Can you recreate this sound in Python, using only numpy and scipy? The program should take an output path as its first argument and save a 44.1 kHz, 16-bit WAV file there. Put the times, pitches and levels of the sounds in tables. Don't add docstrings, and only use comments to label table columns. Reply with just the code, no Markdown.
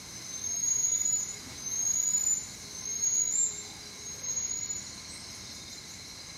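import sys
import numpy as np
from scipy import signal
from scipy.fft import irfft, next_fast_len
from scipy.io import wavfile
from scipy.ndimage import uniform_filter1d

SR = 44100
rng = np.random.default_rng(int(sys.argv[2]) if len(sys.argv) > 2 else 0)


def linear_from_db(decibels):
    return 10 ** (np.asarray(decibels, float) / 20)


def inscribe(sig):
    pcm = np.round(np.clip(np.atleast_2d(sig).T, -1, 1) * 32767)
    wavfile.write(sys.argv[1], SR, pcm.astype(np.int16))


N = 281313

# (frequency [Hz], level [dB per Hz])
WATER_COLOUR = [(20, -40), (45, -6), (90, 0), (250, -5), (500, -13), (1000, -15), (2000, -17), (3300, -20),
                (5000, -17), (6600, -15), (7100, -19), (10000, -24), (13300, -32.5), (15300, -35)]
# (from [s], to [s], level before [dB], level after [dB])
TOP_FADE = (2.5, 4.5, 6.5, -1)
# (time [s], boost [dB], rise [s], fall [s])
FLOOR_BOOM = (1.514, 5.7, 0.099, 0.077)
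# (time [s], length [s], frequency [Hz], width [Hz], level [dB])
POOL_GURGLES = [
    (.49, 0.079, 690, 50, -59),
    (1.82, 0.056, 770, 80, -61),
    (3.42, 0.16, 450, 40.6, -67),
    (3.62, 0.192, 816, 140, -60),
    (4.12, 0.28, 510, 128, -59),
]
# (frequency [Hz], width [Hz], level [dB])
MACHINE_WHINES = [(94, 15, -79), (202, 14, -67.5), (417, 12, -75), (1038, 43, -67), (1643, 79, -68.5),
                  (2019, 16, -67), (2172, 216, -58), (3710, 120, -67), (3890, 88, -61.5), (4080, 168, -57),
                  (4330, 100, -59.5), (4800, 480, -61.5), (5080, 150, -60.5), (5480, 130, -64.5),
                  (5636, 30, -63.5), (5840, 170, -61.5), (6324, 420, -51.5), (7040, 110, -75.5)]
# (time [s], length [s], frequency [Hz], width [Hz], level [dB])
PUMP_HUMS = [
    (.55, 1.47, 415, 9.4, -64.5),
    (2.5, 2.35, 415, 11, -64),
    (5.1, .4, 412, 7, -72),
]
# (time [s], length [s], frequency [Hz], width [Hz], level [dB])
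CRICKET_SONGS = [(.05, 0.78, 5200, 35.4, -57.5), (.1, 0.7, 4770, 35, -63), (.1, 0.6, 5270, 30, -68),
                 (1.33, 0.36, 4880, 61, -56.5), (1.55, .5, 5200, 50, -66), (1.6, 0.77, 5030, 46, -62),
                 (1.95, .5, 4740, 30, -62), (2.2, 1.1, 5380, 30, -62), (2.45, .3, 4970, 45, -65),
                 (2.4, 0.68, 5636, 24.9, -63), (2.55, 0.76, 4330, 60, -55.5),
                 (3.63, 0.31, 4810, 44.7, -55.5), (3.95, 0.81, 5190, 60, -59), (4.1, 2, 4650, 25.2, -63.5),
                 (4.2, 1.55, 4330, 59.4, -58), (4.7, 1.14, 5636, 24.9, -58), (5.05, 0.77, 4980, 60.6, -56),
                 (5.1, 0.47, 5370, 35, -58), (6.12, 0.25, 4890, 45, -56.5)]
# (time [s], length [s], frequency [Hz], width [Hz], level [dB])
LOW_CRICKET_SONGS = [(0.29, .2, 3650, 240, -59.5), (.88, 0.19, 3650, 250, -59), (3.38, 0.44, 3700, 71, -60),
                     (5.4, 0.39, 3700, 80, -58), (0.29, 0.86, 4220, 110, -60), (.15, .9, 3950, 120, -60.5),
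                     (1.22, 1.16, 4060, 150, -57), (2.46, 1.93, 4030, 140, -56), (3.98, 2.8, 4100, 134, -54.5)]
# (time [s], frequency [Hz], level [dB], time to fall 60 dB [s])
PAW_THUDS = [
    (1.465, 253, -38, 0.11),
]
# (time [s], centre [Hz], width [Hz], level [dB])
LIP_TICKS = [
    (4.947, 8840, 2990, -41),
    (5.146, 9500, 2500, -37),
    (5.348, 8500, 4000, -35),
    (5.549, 8500, 5000, -41),
    (5.745, 9000, 5000, -49),
    (5.92, 8000, 5000, -70),
]
# (time [s], pitch [Hz], level [dB])
LONG_CALLS = [
    [(0.084, 6090, -46), (0.25, 6167, -45.5), (0.45, 6393, -35), (0.694, 6653, -31), (0.82, 6655, -29.5),
     (1.178, 6933, -29)],
    [(1.575, 6250, -46), (1.672, 6190, -34.5), (1.69, 6356, -35.5), (2.008, 6774, -28.5),
     (2.29, 7030, -28.5), (2.331, 7065, -32.5)],
    [(2.709, 6165, -45.5), (2.946, 6524, -32.5), (3.183, 6718, -27.5), (3.299, 6850, -35),
     (3.331, 7120, -30), (3.365, 7357, -26.5), (3.42, 7320, -27.5)],
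    [(3.995, 6530, -45), (4.272, 6490, -39), (4.285, 6563, -34.5), (4.537, 6746, -35.5), (4.7, 6910, -35.5),
     (4.749, 6925, -37)],
]
# (length [s], fall [Hz], second partial against first [dB])
CALL_ENDINGS = [
    (0.039, 940, -27.5),
    (0.048, 1000, -25.5),
    (0.045, 860, -28.5),
    (0.036, 800, -30.5),
]
# (time [s], start pitch [Hz], top pitch [Hz], levelling: small early, large late, level [dB])
SHORT_CHIRPS = [
    (5.093, 7440, 8580, 0.395, -46),
    (5.293, 5150, 6950, 1.57, -50.5),
    (5.506, 5140, 7150, 1.2, -49),
    (5.688, 5100, 7350, 1.5, -47),
    (5.872, 5230, 7230, 1.32, -48),
    (6.05, 5250, 5850, .8, -54),
]
# (frequency [Hz], width [Hz], level [dB])
MOUTH_RESONANCE = (11600, 810, -8.5)
# (level over the tail [dB], time to fall 60 dB [s])
NEAR_ROCKS = (2.1, 0.34)
# (whistle level [dB], added to mask [dB])
MASK_BY_LOUDNESS = [
    (-50, -1),
    (-45, 2),
    (-38, 6),
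    (-33, -1.5),
    (-28, -7.5),
]


def level(x, db):
    return x * linear_from_db(db) / np.sqrt(np.mean(x ** 2))


def coloured(gain):
    size = next_fast_len(N)
    real, imaginary = rng.standard_normal((2, size // 2 + 1))
    hz = np.arange(size // 2 + 1) * SR / size + 1e-9
    return irfft((real + 1j * imaginary) * gain(hz), size)[:N]


def narrow_band(hz, width_hz, db):
    return level(coloured(lambda f: 1 / (1 + (2 * (f - hz) / width_hz) ** 2)), db)


def walk(rate):
    hold = int(SR / rate)
    steps = np.repeat(rng.standard_normal(N // hold + 1), hold)
    return 2.16 * uniform_filter1d(uniform_filter1d(steps, hold), hold)[:N]


def swells(rows):
    out, t = 0, np.arange(N) / SR
    for start, length, hz, width_hz, db in rows:
        nearest_end = np.minimum(t - start, start + length - t)
        out = out + narrow_band(hz, width_hz, db) * np.clip(nearest_end / (0.13 * length), 0, 1)
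    return out


def waterfall():
    t = np.arange(N) / SR
    hz, db = np.transpose(WATER_COLOUR)
    rush = level(coloured(lambda f: linear_from_db(np.interp(np.log(f), np.log(hz), db))), -49.5)
    below = []
    for split_hz in (700, 7000, 11000):
        lowpass = signal.butter(2, split_hz, fs=SR, output="sos")
        below.append(signal.sosfiltfilt(lowpass, rush))
    rumble, splash, spray, mist = np.diff([0 * rush] + below + [rush], axis=0)
    knock, boom_db, rise, fall = FLOOR_BOOM
    boom_db = boom_db * np.exp(-np.maximum((knock - t) / rise, (t - knock) / fall))
    rumble = rumble * linear_from_db(boom_db + 0.25 * walk(2.94))
    splash = splash * linear_from_db(0.9 * boom_db + 0.5 * walk(7.5))
    mist = mist * linear_from_db(np.interp(t, TOP_FADE[:2], TOP_FADE[2:]))
    return rumble + splash + spray * linear_from_db(3.5) + mist


def machines():
    out = 0
    for hz, width_hz, db in MACHINE_WHINES:
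        sway_db, flicker_db = 0.25 * walk(1.772), 0.83 * walk(15)
        out = out + narrow_band(hz, width_hz, db) * linear_from_db(sway_db + flicker_db)
    return out


def low_crickets():
    throb_hz, throb_db = 19, 4
    phase = 2 * np.pi * np.cumsum(throb_hz * (1 + 0.039 * walk(3))) / SR
    return swells(LOW_CRICKET_SONGS) * linear_from_db(throb_db * np.sin(phase))


def thuds():
    out, t = np.zeros(N), np.arange(SR // 4) / SR
    for start, hz, db, t60 in PAW_THUDS:
        ring = np.sin(2 * np.pi * hz * t) * 1000 ** (-t / t60) * np.clip(t / 0.0035, 0, 1)
        i = int(start * SR)
        out[i:i + len(t)] += linear_from_db(db) * ring
    return out


def ticks():
    out, t = np.zeros(N), np.arange(SR // 50) / SR
    for start, hz, width_hz, db in LIP_TICKS:
        edges = [hz - width_hz / 2, hz + width_hz / 2]
        band = signal.butter(2, edges, "band", fs=SR, output="sos")
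        burst = rng.standard_normal(len(t)) * np.exp(-t / 0.0035)
        i = int(start * SR)
        out[i:i + len(t)] += linear_from_db(db) * signal.sosfilt(band, burst)
    return out


def add_whistle(out, times, hz, db, second_db):
    t = np.arange(times[0], times[-1], 1 / SR)
    waver = 1 + 0.00092 * walk(60.18)[:len(t)]
    phase = 2 * np.pi * np.cumsum(np.interp(t, times, hz) * waver) / SR
    soft_edge = np.clip(np.minimum(t - times[0], times[-1] - t) / 0.0021, 0, 1)
    size = np.sqrt(2) * soft_edge * linear_from_db(np.interp(t, times, db))
    i = int(times[0] * SR)
    out[0, i:i + len(t)] += size * np.sin(phase)
    out[1, i:i + len(t)] += size * linear_from_db(np.interp(t, times, second_db)) * np.sin(2 * phase)


def long_calls(out):
    end_fade_db = -14
    for call, (length, fall_hz, second_db) in zip(LONG_CALLS, CALL_ENDINGS):
        end, end_hz, end_db = call[-1]
        bend = (end + 0.29 * length, end_hz - 0.35 * fall_hz, end_db + 0.42 * end_fade_db)
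        stop = (end + length, end_hz - fall_hz, end_db + end_fade_db)
        times, hz, db = np.transpose(list(call) + [bend, stop])
        outside_hz = np.clip(np.maximum(6300 - hz, hz - 6940), 0, None)
        add_whistle(out, times, hz, db, second_db - 0.025 * outside_hz)


def chirps(out):
    length_s = 0.054
    u = np.linspace(0, 1, num=24)
    mouth_hz, mouth_width_hz, mouth_db = MOUTH_RESONANCE
    for start, start_hz, top_hz, bend, db in SHORT_CHIRPS:
        rise = (1 - np.exp(-u / bend)) / (1 - np.exp(-1 / bend))
        hz = start_hz + (top_hz - start_hz) * rise
        second_db = mouth_db - 6 * ((2 * hz - mouth_hz) / mouth_width_hz) ** 2
        add_whistle(out, start + length_s * u, hz, db - 5 * (1 - u) ** 2, second_db)


def monkey():
    out = np.zeros((2, N))
    long_calls(out)
    chirps(out)
    return out


def enclosure(x, t60):
    t = np.arange(SR) / SR
    near_db, near_t60 = NEAR_ROCKS
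    fading = 1000 ** (-t / t60) + linear_from_db(near_db) * 1000 ** (-t / near_t60)
    echoes = rng.standard_normal(SR) * fading * (t > 0.0044)
    echoes /= np.sqrt(np.sum(echoes ** 2))
    echoes[0] = linear_from_db(-4)
    return signal.fftconvolve(x, echoes)[:N]


def scene():
    background = waterfall() + swells(POOL_GURGLES) + machines() + swells(PUMP_HUMS)
    chorus = swells(CRICKET_SONGS) + low_crickets()
    first, second = monkey()
    calls = enclosure(first, 0.69) + enclosure(second + ticks(), 0.28)
    return (background + chorus + thuds() + calls)[None]


def drop_masked(x):
    frame = dict(fs=SR, window="cosine", nperseg=2048, noverlap=1024)
    _, t, z = signal.stft(x, **frame)
    power = np.sum(np.abs(z[:-1].reshape(64, 16, -1)) ** 2, axis=1) + 1e-18
    db = 10 * np.log10(power)
    held_db = 10 * np.log10(uniform_filter1d(power, size=3))
    khz = np.arange(64) * SR / 128 / 1000
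    column_khz = khz[:, None]
    above = column_khz - khz
    upward = 6.5 * np.minimum(above, 2) + 3.3 * np.maximum(above - 2, 0)
    spread = -23 - np.where(above > 0, upward, -13 * above)
    whistles = khz > 5
    mask = np.max((spread[:, :, None] + held_db)[:, whistles], axis=1)
    mask += 1.7 * rng.standard_normal(len(t)) * np.clip((column_khz - 6.5) / 2.5, 0.4, 1.5)
    whistle_db = 10 * np.log10(uniform_filter1d(np.max(power[whistles], axis=0), size=5))
    extra_db = np.interp(whistle_db, *np.transpose(MASK_BY_LOUDNESS))
    extra_db = extra_db + 0.6 * t * (whistle_db > MASK_BY_LOUDNESS[1][0] - 2)
    mask += extra_db
    mask[khz > 13] = np.clip(np.max(held_db[whistles], axis=0) - 39 + extra_db, -79.5, -72)
    mask += np.interp(t, TOP_FADE[:2], [0, -11]) * np.clip((column_khz - 10) / 3, 0, 1)
    mask += 1.8 * rng.standard_normal(db.shape)
    z[:-1] *= np.repeat(db > mask, 16, axis=0)
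    return signal.istft(z, **frame)[1][:N]


def roll_off(x):
    return signal.sosfilt(signal.butter(12, 15290, fs=SR, output="sos"), x)


def record(dry):
    mix = drop_masked(dry[0])[None]
    return roll_off(mix)


dry = scene()
out = record(dry)
inscribe(out)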